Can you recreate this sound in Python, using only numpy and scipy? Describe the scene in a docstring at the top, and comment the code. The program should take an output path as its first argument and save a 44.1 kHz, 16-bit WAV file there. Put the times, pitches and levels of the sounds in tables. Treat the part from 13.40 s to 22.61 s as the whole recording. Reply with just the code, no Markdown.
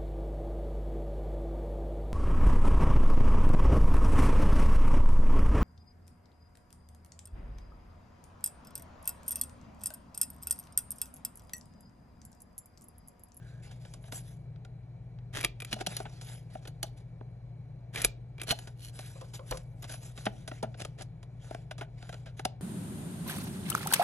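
"""A hand-held lever punch cuts slots in planner pages above a desk, close to a small stereo microphone.
Hum, moving air and faint whines run throughout. First sheets slide and tick; then the die crunches
through paper, snaps home and springs back, sheets slide, and a second cut follows. The die rasps out,
sheets flex and slide, and the plastic jaw knocks as it is lined up. Blows are noise bursts ringing
modes, paper is friction noise and random clicks, low booms and flexes are sines."""
import sys
import numpy as np
from scipy import signal
from scipy.fft import rfft, irfft
from scipy.io import wavfile
from scipy.ndimage import uniform_filter1d

SR = 44100
rng = np.random.default_rng(int(sys.argv[2]) if len(sys.argv) > 2 else 0)


def file_out(sig):
    """Save sig as 16-bit WAV at sys.argv[1]."""
    # one column per channel
    cols = np.atleast_2d(sig).T
    # limit, then scale
    lim = np.clip(cols, -1, 1)
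    pcm = np.round(lim * 32767).astype(np.int16)
    wavfile.write(sys.argv[1], SR, pcm)


N = 406161

# Levels are nominal, ahead of room, ports and band limit. Colours and mode strengths are relative.

# Appliance hum. Each row: frequency in Hz, level in dB rms.
HUM_LINES = [(59.6, -59.5), (102.2, -59), (119.9, -47.5)]
# Spectrum of moving air. Each row: frequency in Hz, relative gain in dB.
AIR_COLOUR = [(20, -24.5), (32, -15), (42, 5), (51, -3), (62, -12), (100, 0.5), (152, 6), (175, -2.5),
              (215, -15.5), (330, -18), (720, -19), (1200, -35), (1900, -36), (3200, -48), (6000, -62.5),
              (11000, -56), (13000, -78.5)]
AIR_RMS_DB = -49.5
# Narrow fan hisses. Each row: centre in Hz, half-width in Hz at -6 dB, level in dB rms.
FAN_WHINES = [(2293, 64, -81), (4140, 120, -85.5)]

# Sheet sliding over its neighbour and the fingers.
# Each row: start in seconds, length in seconds, level in dB, edge fizz in dB relative to the level.
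STROKES = [(0, 0.2, -61.5, -26), (0.221, 0.072, -48, -31), (0.262, 0.14, -56, -33),
           (0.395, 0.22, -58.5, -15), (0.648, 0.055, -54, -18), (0.716, 0.12, -50, 5),
           (0.843, 0.14, -60.5, -2.5), (2.261, 0.14, -49, -33), (2.476, 0.18, -41, -20),
           (2.642, 0.21, -56, -50), (2.806, 0.23, -48.5, -8.5), (3.098, 0.12, -53.5, -46),
           (3.212, 0.07, -55.5, -35), (3.427, 0.085, -57, -15), (3.564, 0.068, -56.5, -23),
           (5.117, 0.23, -54, -16), (5.528, 0.26, -49, -8), (5.734, 0.19, -54, -33),
           (5.933, 0.061, -45, -5), (6.059, 0.18, -49, -10.5), (6.422, 0.017, -53, 11.5),
           (6.473, 0.13, -44.5, -7.5), (6.605, 0.14, -51, -3), (6.754, 0.16, -48.5, -12),
           (6.92, 0.17, -57.5, -20), (7.103, 0.12, -50.5, -21), (7.372, 0.11, -46, -42),
           (7.58, 0.061, -58, -24), (7.995, 0.27, -52.5, -38), (8.569, 0.31, -54, -31),
           (8.966, 0.065, -51, -20)]
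STROKE_SKEW, STROKE_SHARPNESS = 0.62, 1.38  # speed gathers faster than it is lost
SWAY_S, SWAY_DB = 0.26, -11  # motion smeared before and after each stroke
CRINKLE_S, CRINKLE_DB = 0.01, 2  # sheet catches and lets go
HELD_DB = -83  # sheet only held
# Sheet edges catching and creasing.
# Each row: start in seconds, level in dB, fizz in dB relative to the level, decay in seconds.
PAPER_TICKS = [(0.312, -59, -1, 0.012), (0.451, -56, -10, 0.0041), (0.5385, -56.5, 7, 0.004),
               (0.64, -59.5, -16, 0.005), (0.7228, -44, -1.7, 0.0047), (1.2496, -56.5, -6.5, 0.0033),
               (1.16, -65.5, -25, 0.0028), (1.788, -65, -28, 0.0023), (2.813, -53, 4.5, 0.011),
               (3.2535, -51.5, -12, 0.0043), (5.2731, -50.5, -2.5, 0.01), (5.8122, -55.5, 0, 0.0047),
               (5.937, -53, 4, 0.016), (5.994, -56, -22, 0.0032), (6.1725, -51, 5.5, 0.0038),
               (6.427, -51, -5, 0.021), (6.442, -48, -2.5, 0.0071), (6.494, -46.5, -1, 0.02),
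               (6.54, -49, -4, 0.0026), (6.777, -48.5, -4, 0.0067), (7.3438, -54, -34, 0.0037),
               (7.4502, -43.5, -0.5, 0.0027), (7.621, -58, 10.5, 0.0054), (7.8297, -57.5, -3.5, 0.0046),
               (8.3814, -50, -2, 0.014), (8.627, -52.5, -10, 0.0013), (8.7269, -49, -6.5, 0.005),
               (8.7426, -50.5, -7.5, 0.0028), (8.8594, -50, -10, 0.027)]
TICK_THUD_DB = 1.5  # low flap, relative to the tick level
# Paper dragged in the slot.
# Each row: start, peak and end in seconds, level in dB, brightness in dB per octave.
PAPER_DRAGS = [(2.308, 2.335, 2.348, -41.5, 0.5), (2.38, 2.415, 2.431, -42.5, -1.5),
               (7.392, 7.42, 7.43, -42.5, -0.5), (7.575, 7.62, 7.635, -47.5, -2)]
# Bent sheet popping over. Each row: start in seconds, level in dB.
SHEET_FLEXES = [(5.756, -52), (5.815, -46), (5.993, -45.5), (6.114, -35), (6.145, -43)]
FLEX_START_HZ = 530
# Spectra of the sheet's face and its edge. 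Each row: frequency in Hz, relative gain in dB.
PAPER_COLOUR = [(150, 7.5), (350, 5), (720, 11), (1100, -3.5), (1500, 4.5), (2000, 1), (3100, 2.5),
                (4600, 0.5), (6500, -3), (7700, 0), (9300, -10), (10700, 2.5), (12000, -26.5),
                (15000, -53.5)]
EDGE_COLOUR = [(5000, -6.5), (7800, 4), (9200, -8.5), (10600, 12.5), (12000, -2.5), (14000, -35),
               (16000, -57)]
# Free patch of sheet. Each row: frequency in Hz, strength in dB, t60 in seconds.
SHEET_MODES = [(1290, 4, 0.03)]

# Blows of the plastic jaw and handles. Each row: start in seconds, level in dB,
# thud and fizz in dB relative to the level, decay in seconds.
PLASTIC_KNOCKS = [(0.682, -61, 4.5, -20, 0.011), (2.3613, -62.5, 21, 7, 0.034),
                  (2.4119, -45, 8.5, -11, 0.0018), (2.4699, -52.5, 16.5, 19.5, 0.0024),
                  (2.6021, -49.5, 14, -1, 0.0059), (2.6544, -45, 1.5, -28, 0.0097),
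                  (3.1533, -56, 18.5, -15, 0.0022), (3.4365, -56.5, 16, -10, 0.011),
                  (3.811, -65, 20, -25.5, 0.00083), (5.1222, -45, 13, -11, 0.0063),
                  (5.5909, -48, 4.5, 0.5, 0.0044), (6.1227, -39, -2.5, -28, 0.0058),
                  (6.856, -45.5, 4, 6, 0.0077), (6.8655, -31, 3, -30, 0.0059),
                  (7.0776, -45.5, 3, 3, 0.0094), (7.1154, -46.5, 6, -25, 0.0027),
                  (7.2284, -51, 19, 7.5, 0.0052), (7.2353, -45.5, 13.5, -13, 0.011),
                  (8.11, -53.5, 16, -4.5, 0.0043), (8.1476, -46, 7, -7.5, 0.0018),
                  (8.3112, -41.5, -1, -8.5, 0.0068), (8.411, -40.5, 3, -12, 0.013),
                  (8.693, -46.5, 2.5, -6, 0.0042), (8.995, -42, 3, -5.5, 0.0035),
                  (9.0505, -51, 5, -1, 0.0027), (9.0526, -36, 7.5, 4, 0.003)]
# Spectrum of the knocks. Each row: frequency in Hz, relative gain in dB.
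KNOCK_COLOUR = [(110, -11.5), (220, 5.5), (480, -3), (750, 5), (1050, -2.5), (1600, 0), (3100, -2.5),
                (6500, -17.5), (9300, -16.5), (10700, -10), (12000, -33.5), (15000, -56)]
# Ringing plastic. Each row: frequency in Hz, strength in dB, t60 in seconds.
PLASTIC_MODES = [(417, 5.5, 0.062), (639, 9, 0.033), (785, 4.5, 0.042), (1463, 2.5, 0.018),
                 (2963, -2, 0.042), (5980, -1.5, 0.018)]

# Low booms of desk top (45 Hz) and page held in the jaw (about 200 Hz).
# Each row: start in seconds, pitch in Hz, level in dB.
LOW_BOOMS = [(2.045, 44.85, -36), (2.328, 209, -33.5), (2.469, 189, -37), (4.65, 45, -28.5),
             (6.109, 44.8, -27), (6.866, 204, -31.5), (7.232, 217, -37)]
BOOM_DECAY_S = 0.022
# Surfaces sticking and slipping under pressure.
# Each row: start and end in seconds, pitch in Hz, level in dB.
CREAKS = [(-.1, 0.26, 1600, -66), (4.545, 4.627, 1914, -43)]

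# Paper sheared by the die.
# Each row: start, peak and end in seconds, level in dB, brightness in dB per octave.
DIE_CUTS = [(1.926, 1.96, 2.056, -41, -3.5), (4.525, 4.59, 4.67, -43, -3)]
# Sheet clamped in the die. Each row: frequency in Hz, strength in dB, t60 in seconds.
CUT_MODES = [(1900, -3, 0.015)]
CLUMP_DB = 2.8  # unevenness of fibres giving way
# Die and then sheet rasping out of the opening jaw.
# Each row: start, peak and end in seconds, level in dB, brightness in dB per octave.
WITHDRAWALS = [(5.05, 5.109, 5.14, -35.5, -2.5), (5.33, 5.47, 5.53, -55, 1.5)]
# Sharp clicks and snaps of the punch: steel die, lever and spring, and one click of plastic jaw or
# paper guide (3.43 s). Each row: start in seconds, level in dB, thud and fizz in dB relative to the
# level, decay in seconds.
PUNCH_SNAPS = [(2.011, -42, -32.5, 1.5, 0.0008), (2.0299, -42.5, -7, -2.5, 0.002),
               (2.0392, -35, -3, -13, 0.0028), (2.0471, -25, -12.5, -3.5, 0.0013),
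               (2.2023, -43.5, -15.5, -3.5, 0.0042), (2.2207, -41.5, -7, -7, 0.0024),
               (2.2482, -46, -13, 2, 0.0018), (2.3283, -30.5, -9.5, -8, 0.0034),
               (2.4643, -35, -12.5, -4, 0.0046), (2.567, -42, -8, 8, 0.002), (3.2738, -51, 2.5, 2, 0.009),
               (3.4298, -37.5, -4, 5, 0.001), (4.559, -36, -10, -7, 0.0017),
               (4.5754, -39, -9.5, -10.5, 0.0023), (4.6179, -40.5, -17.5, 8, 0.002),
               (4.6425, -36, -3, -5, 0.0024), (4.647, -26.5, -4, 6.5, 0.0015),
               (4.9812, -53, 0, -12.5, 0.0038), (4.998, -44.5, -14, -17, 0.014),
               (5.0163, -39.5, -8, 0.5, 0.0013), (5.0334, -48.5, 0, 5, 0.0041), (5.081, -49, 6, 3, 0.002),
               (5.1073, -26, -12, -12, 0.0017), (5.1139, -33, -4.5, 2, 0.0043),
               (5.1886, -49, -2.5, 1, 0.0034), (6.1105, -45, 7, 7.5, 0.0026)]
# Spectrum of snaps, cuts and withdrawals. 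Each row: frequency in Hz, relative gain in dB.
SNAP_COLOUR = [(120, -8.5), (250, -9.5), (700, -5.5), (1000, -11.5), (1650, -2.5), (2200, -5), (3200, -2),
               (5000, -6), (6700, -6), (9300, -5), (10700, -0.5), (12000, -10), (16000, -52.5)]
# Ringing steel, changed by clamping. Each row: frequency in Hz, strength in dB with the jaws shut,
# strength in dB with the jaws open, t60 in seconds.
STEEL_MODES = [(420, 1.5, -16.5, 0.038), (1205, -0.5, -20, 0.059), (1480, -13.5, -3.5, 0.027),
               (2380, 10.5, -4.5, 0.027), (2940, -6.5, 6, 0.029), (3280, -3.5, 0, 0.055),
               (4260, -13.5, 8.5, 0.02), (5700, -15, 0.5, 0.022), (6070, -13, 0, 0.031),
               (7600, 1, -3.5, .01), (10700, 1.5, -3, 0.005)]
# Handles squeezed shut. Each row: start in seconds, end in seconds.
SQUEEZES = [(1.9, 2.3), (4.5, 5.05)]

# Room decay. Each row: frequency in Hz, t60 in seconds.
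ROOM_T60 = [(200, 0.95), (1000, 0.2), (4000, 0.25), (11000, 0.083), (16000, 0.28)]
# Microphone ports. Each row: frequency in Hz, radians by which left leads.
PORT_PHASE = [(130, 0.11), (400, 0.97), (850, 1.4), (1400, 0.87), (3000, 1.27), (3800, 0.72), (4500, 4.37),
              (5700, 5.09), (7000, 7.76), (8600, 8.95), (10000, 10.37), (12500, 12.03)]
# Microphone ports. Each row: frequency in Hz, left minus right in dB.
PORT_BALANCE = [(50, 3), (300, 0.95), (600, 4), (1050, -2), (1600, -1.5), (2300, 0), (3100, 2.5),
                (4000, -7), (5100, 0)]
BAND_EDGE_HZ = 16000


def gain_of(db):
    """Decibels to gain."""
    return 10 ** (np.asarray(db) / 20)


def evened(x):
    """Scales to rms 1."""
    return x / np.sqrt(np.mean(x ** 2) + 1e-30)


def read(points, hz):
    """Reads a table on a log-frequency axis."""
    f, value = np.transpose(points)
    return np.interp(np.log(hz + 1), np.log(f + 1), value)


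def freqs(x):
    """Frequency in Hz of each bin of x."""
    return np.fft.rfftfreq(x.shape[-1], 1 / SR)


def filtered(x, gain):
    """Applies a gain per frequency bin."""
    return irfft(rfft(x) * gain, x.shape[-1])


def add(mix, start_s, sound):
    """Mixes a sound in at start_s, or at 0 if that is negative."""
    part = mix[..., max(round(start_s * SR), 0):][..., :sound.shape[-1]]
    part += sound[..., :part.shape[-1]]


def spread(three, apart):
    """Left and right share one excitation; each adds some of its own."""
    return (three[0] + apart * three[1:]) / np.sqrt(1 + apart ** 2)


def stereo_noise(size, apart):
    """White noise, partly shared by left and right."""
    return spread(rng.standard_normal((3, size)), apart)


def smooth_noise(size, width):
    """Slow random curve, rms 1: noise averaged over width samples."""
    return evened(uniform_filter1d(rng.standard_normal(size), size=width))


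def causal(gain):
    """Minimum-phase response with this gain: rings only after the blow."""
    log_gain = np.log(np.maximum(gain, 1e-5))
    circle = np.concatenate([log_gain, log_gain[-2:0:-1]])
    return np.exp(np.conj(signal.hilbert(circle)))[:len(gain)]


def body(colour, modes, hz):
    """Gain of an object: broad colour with its modes standing out."""
    peaks = 0
    for mode_hz, db, t60_s in modes:
        offset = (hz - mode_hz) * t60_s * 2 * np.pi / np.log(1000)
        peaks = peaks + gain_of(db) ** 2 / (1 + offset ** 2)
    return gain_of(read(colour, hz)) * np.sqrt(1 + 4 * peaks)


def grains(size, per_s, spread_db, apart):
    """Random clicks of very unequal strength, in stereo, rms 1."""
    clicks = np.zeros((3, size))
    hit = rng.random((3, size)) < per_s / SR
    sign = rng.standard_normal((3, size))[hit]
    strength = rng.exponential(1, (3, size))[hit]
    clicks[hit] = sign * gain_of(spread_db * np.minimum(strength, 4))
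    return evened(spread(clicks, apart))


def shifting(x, colour, modes, depth_db):
    """Colours x with peaks and dips that wander over time and frequency as the sheet bends; rms 1."""
    hz, _, z = signal.stft(x, SR, nperseg=512)
    patches = uniform_filter1d(rng.standard_normal(z.shape[1:]), size=6, axis=0)
    patches = evened(uniform_filter1d(patches, size=8, axis=1))
    z = z * body(colour, modes, hz)[:, None] * gain_of(depth_db * patches)
    return evened(signal.istft(z, SR, nperseg=512)[1][:, :N])


def blows(rows, colour, modes, detune, rise_s, thud_lag_s, rattle, rattle_s, apart, size=4096):
    """A brief chatter of contacts rings the object; its low thud builds and dies more slowly."""
    out, t = np.zeros((2, N)), np.arange(size) / SR
    hz = freqs(t)
    low = 1 / (1 + (hz / 1000) ** 8)
    high = 1 / (1 + (4500 / (hz + 1)) ** 8)
    bands = [causal(np.sqrt(share)) for share in (low, np.abs(1 - low - high), high)]
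    lead_in_s = .004
    after, before = np.maximum(t - lead_in_s, 0), np.minimum(t - lead_in_s, 0)
    fade_out = np.minimum(1, 2 * (1 - t / t[-1])) ** 2
    for start_s, db, thud_db, fizz_db, decay_s in rows:
        # the changing grip detunes the modes
        grip = np.exp(detune * rng.uniform(-0.92, 1))
        gripped = [(f * grip, mode_db, t60_s) for f, mode_db, t60_s in modes]
        response = causal(body(colour, gripped, hz))
        # the surfaces graze each other just before they meet
        graze = np.exp(before / rise_s)
        crack = graze * (np.exp(-after / decay_s) + rattle * np.exp(-after / rattle_s))
        thud = (1 - np.exp(-after / thud_lag_s)) * np.exp(-after / (decay_s * .5 + thud_lag_s))
        for band, shape, part_db in zip(bands, (thud, crack, crack), (thud_db, 0, fizz_db)):
            contacts = rfft(shape * stereo_noise(size, apart))
            # even out the contacts, so the colour is the object's own
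            power = np.mean(abs(contacts) ** 2, axis=0)
            contacts = contacts / np.sqrt(uniform_filter1d(power, size=70))
            ring = evened(irfft(contacts * band * response) * fade_out)
            # level is the rms of the same energy held for 10 ms
            add(out, start_s - lead_in_s, gain_of(db + part_db) * ring * np.sqrt(SR / 100 / size))
    return out


def scrapes(rows, colour, modes, per_s, spread_db, sharpness, size=8192):
    """Fibres catch and break one by one while the pressure builds to its peak and eases."""
    out, t = np.zeros((2, N)), np.arange(size) / SR
    hz = freqs(t)
    for start_s, peak_s, end_s, db, tilt_db in rows:
        arch = np.interp(start_s + t, [start_s, peak_s, end_s], [0, 1, 0])
        # fibres give way in clumps
        clumps = gain_of(CLUMP_DB * smooth_noise(size, 130))
        pressure = np.sin(np.pi / 2 * arch) ** (2 * sharpness) * clumps
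        gain = body(colour, modes, hz) * gain_of(tilt_db * np.log2((hz + 200) / 3000))
        breaks = pressure * grains(size, per_s, spread_db, apart=0.53)
        sound = evened(filtered(breaks, causal(gain)))
        # level is the rms over the scrape's own length
        add(out, start_s, gain_of(db) * sound * np.sqrt((end_s - start_s) * SR / size))
    return out


def background():
    """Hum sines over filtered noise: a low rumble of moving air and a fan's faint whines."""
    t = np.arange(N) / SR
    hz = freqs(t)
    sound = gain_of(AIR_RMS_DB) * evened(filtered(stereo_noise(N, 0.097), gain_of(read(AIR_COLOUR, hz))))
    for hum_hz, db in HUM_LINES:
        sound += gain_of(db) * np.sqrt(2) * np.sin(2 * np.pi * (hum_hz * t + rng.random()))
    for whine_hz, width_hz, db in FAN_WHINES:
        resonance = 1 / (1 + ((hz - whine_hz) / width_hz) ** 2)
        sound += gain_of(db) * evened(filtered(rng.standard_normal(N), resonance))
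    return sound


def stroke_levels():
    """Leaning, uneven arches of stroke speed: strengths of face friction and edge fizz."""
    levels = np.zeros((2, N))
    for start_s, length_s, db, fizz_db in STROKES:
        progress = np.linspace(0, 1, round(length_s * SR))
        speed = np.abs(np.sin(np.pi * progress ** STROKE_SKEW)) ** STROKE_SHARPNESS
        add(levels, start_s, gain_of([[db], [db + fizz_db]]) * speed)
    sway = uniform_filter1d(levels, round(SWAY_S * SR), axis=1)
    moving = (levels + gain_of(SWAY_DB) * sway) / (1 + gain_of(SWAY_DB))
    return moving * gain_of(CRINKLE_DB * smooth_noise(N, round(CRINKLE_S * SR)))


def sliding():
    """Fine paper friction, sparse crackles, edge fizz, and bumps where fingers shift their grip."""
    level, fizz = stroke_levels()
    hiss = signal.lfilter(*signal.butter(1, 900, "high", fs=SR), stereo_noise(N, 0.1))
    friction = hiss + gain_of(-11.5) * grains(N, per_s=310, spread_db=0.0, apart=0.3)
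    sheet = shifting(friction, PAPER_COLOUR, [], depth_db=3.5)
    edge = shifting(friction, EDGE_COLOUR, [], depth_db=5)
    taps = grains(N, per_s=110, spread_db=2.0, apart=0.65)
    bumps = shifting(taps, KNOCK_COLOUR, PLASTIC_MODES, depth_db=2.5)
    held = shifting(hiss, PAPER_COLOUR, [], depth_db=2)
    moving = level * (gain_of(-7.0) * sheet + gain_of(-14.0) * bumps) + fizz * edge
    return moving + gain_of(HELD_DB) * held


def ticking():
    """Sheet edges catch and crease: short blows whose pitch depends on the bend."""
    rows = [(s, db, TICK_THUD_DB, fizz_db, decay_s) for s, db, fizz_db, decay_s in PAPER_TICKS]
    return blows(rows, PAPER_COLOUR, SHEET_MODES, detune=0.26, rise_s=0.00088, thud_lag_s=0.0036,
                 rattle=0.055, rattle_s=0.02, apart=0.25)


def dragging():
    """Paper dragged in the slot: dense fibre clicks in paper colour."""
    return scrapes(PAPER_DRAGS, PAPER_COLOUR, [], per_s=4600, spread_db=3.0, sharpness=0.49)


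def flexing(size=4096):
    """A buckling sheet gives a short hollow wobble that rises as it stiffens."""
    out, t = np.zeros(N), np.arange(size) / SR
    for start_s, db in SHEET_FLEXES:
        pitch_hz = FLEX_START_HZ * (1 + 1.4 * t + 0.12 * smooth_noise(size, 120))
        phase = 2 * np.pi * np.cumsum(pitch_hz) / SR
        swell = 1.7 * (1 - np.exp(-t / 0.00077)) * np.exp(-t / 0.02)
        add(out, start_s, gain_of(db) * swell * (np.sin(phase) + 0.44 * np.sin(2 * phase)))
    return out


def knocking():
    """Plastic jaw and handles knock: contact noise rings the plastic modes."""
    return blows(PLASTIC_KNOCKS, KNOCK_COLOUR, PLASTIC_MODES, detune=.06, rise_s=0.00093,
                 thud_lag_s=0.0011, rattle=0.056, rattle_s=0.0037, apart=0.18)


def booming(size=16384):
    """Desk top or page held in the jaw swings briefly: damped sines with a soft onset."""
    out, t = np.zeros(N), np.arange(size) / SR
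    for start_s, pitch_hz, db in LOW_BOOMS:
        turns = pitch_hz * t
        swell = (1 - np.exp(-turns / 0.32)) * np.exp(-t / BOOM_DECAY_S)
        add(out, start_s, gain_of(db) * np.sin(2 * np.pi * turns) * swell)
    return out


def creaking(size=22050):
    """Stick-slip as narrow-band noise: a fuzzy tone that swells and fades."""
    out, t = np.zeros(N), np.arange(size) / SR
    for start_s, end_s, pitch_hz, db in CREAKS:
        resonance = 1 / (1 + ((freqs(t) - pitch_hz) / 150) ** 2)
        tone = evened(filtered(rng.standard_normal(size), resonance))
        # a negative start enters partway through the swell
        elapsed_s = t + max(start_s, 0) - start_s
        swell = np.sin(np.pi * np.clip(elapsed_s / (end_s - start_s), 0, 1))
        add(out, start_s, gain_of(db) * tone * swell)
    return out


def cutting():
    """The die shears the sheet with a dense, dry crunch."""
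    return scrapes(DIE_CUTS, SNAP_COLOUR, CUT_MODES, per_s=2900, spread_db=2.5, sharpness=0.71)


def withdrawing(open_modes):
    """Die and then sheet rasp out of the opening jaw: fibre clicks ring the open-jaw modes."""
    return scrapes(WITHDRAWALS, SNAP_COLOUR, open_modes, per_s=1800, spread_db=3.0, sharpness=1.7)


def punching():
    """Sharp clicks and snaps ring shut-jaw modes during a squeeze, open-jaw modes otherwise; plus rasps."""
    shut_modes = [(hz, db, t60_s) for hz, db, _, t60_s in STEEL_MODES]
    open_modes = [(hz, db, t60_s) for hz, _, db, t60_s in STEEL_MODES]
    out = withdrawing(open_modes)
    for shut, modes in ((True, shut_modes), (False, open_modes)):
        snaps = [row for row in PUNCH_SNAPS if any(a < row[0] < b for a, b in SQUEEZES) == shut]
        out += blows(snaps, SNAP_COLOUR, modes, detune=0.022, rise_s=0.00028, thud_lag_s=0.003,
                     rattle=0.25, rattle_s=0.0068, apart=0.066)
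    return out


def room(x, size=16384):
    """A small furnished room: a diffuse tail, each band dying at its own speed."""
    hz, t, z = signal.stft(stereo_noise(size, 1.0), SR, nperseg=256)
    decay = gain_of(-60 * t / read(ROOM_T60, hz)[:, None])
    tail = signal.istft(z * decay, SR, nperseg=256)[1]
    # silent for 5.8 ms, then fades in over as long
    tail = tail * np.clip(np.arange(tail.shape[1]) / SR / 0.0058 - 1, 0, 1)
    return signal.oaconvolve(x, tail / np.linalg.norm(tail[0]), axes=1)[:, :N]


def ports(x):
    """The two microphone ports hear with different phase and strength."""
    hz = freqs(x)
    lead_rad = np.interp(hz, *np.transpose([(0, 0)] + PORT_PHASE))
    lean = gain_of(read(PORT_BALANCE, hz))
    pair = np.array([lean * np.exp(.5j * lead_rad), np.exp(-.5j * lead_rad)])
    return filtered(x, pair / np.sqrt((1 + lean ** 2) / 2))


def scene():
    """Punch and paper over the desk, their reverberation, and the background."""
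    paper = sliding() + ticking() + dragging() + flexing()
    punch = knocking() + booming() + creaking() + cutting() + punching()
    near = paper + punch
    return ports(background() + near + gain_of(-20.0) * room(near))


def record(dry):
    """The recorder's band limit: a linear-phase low-pass."""
    lowpass = signal.firwin(511, BAND_EDGE_HZ, window=("kaiser", 9), fs=SR)
    return signal.oaconvolve(dry, lowpass[None], "same")


dry = scene()
out = record(dry)
file_out(out)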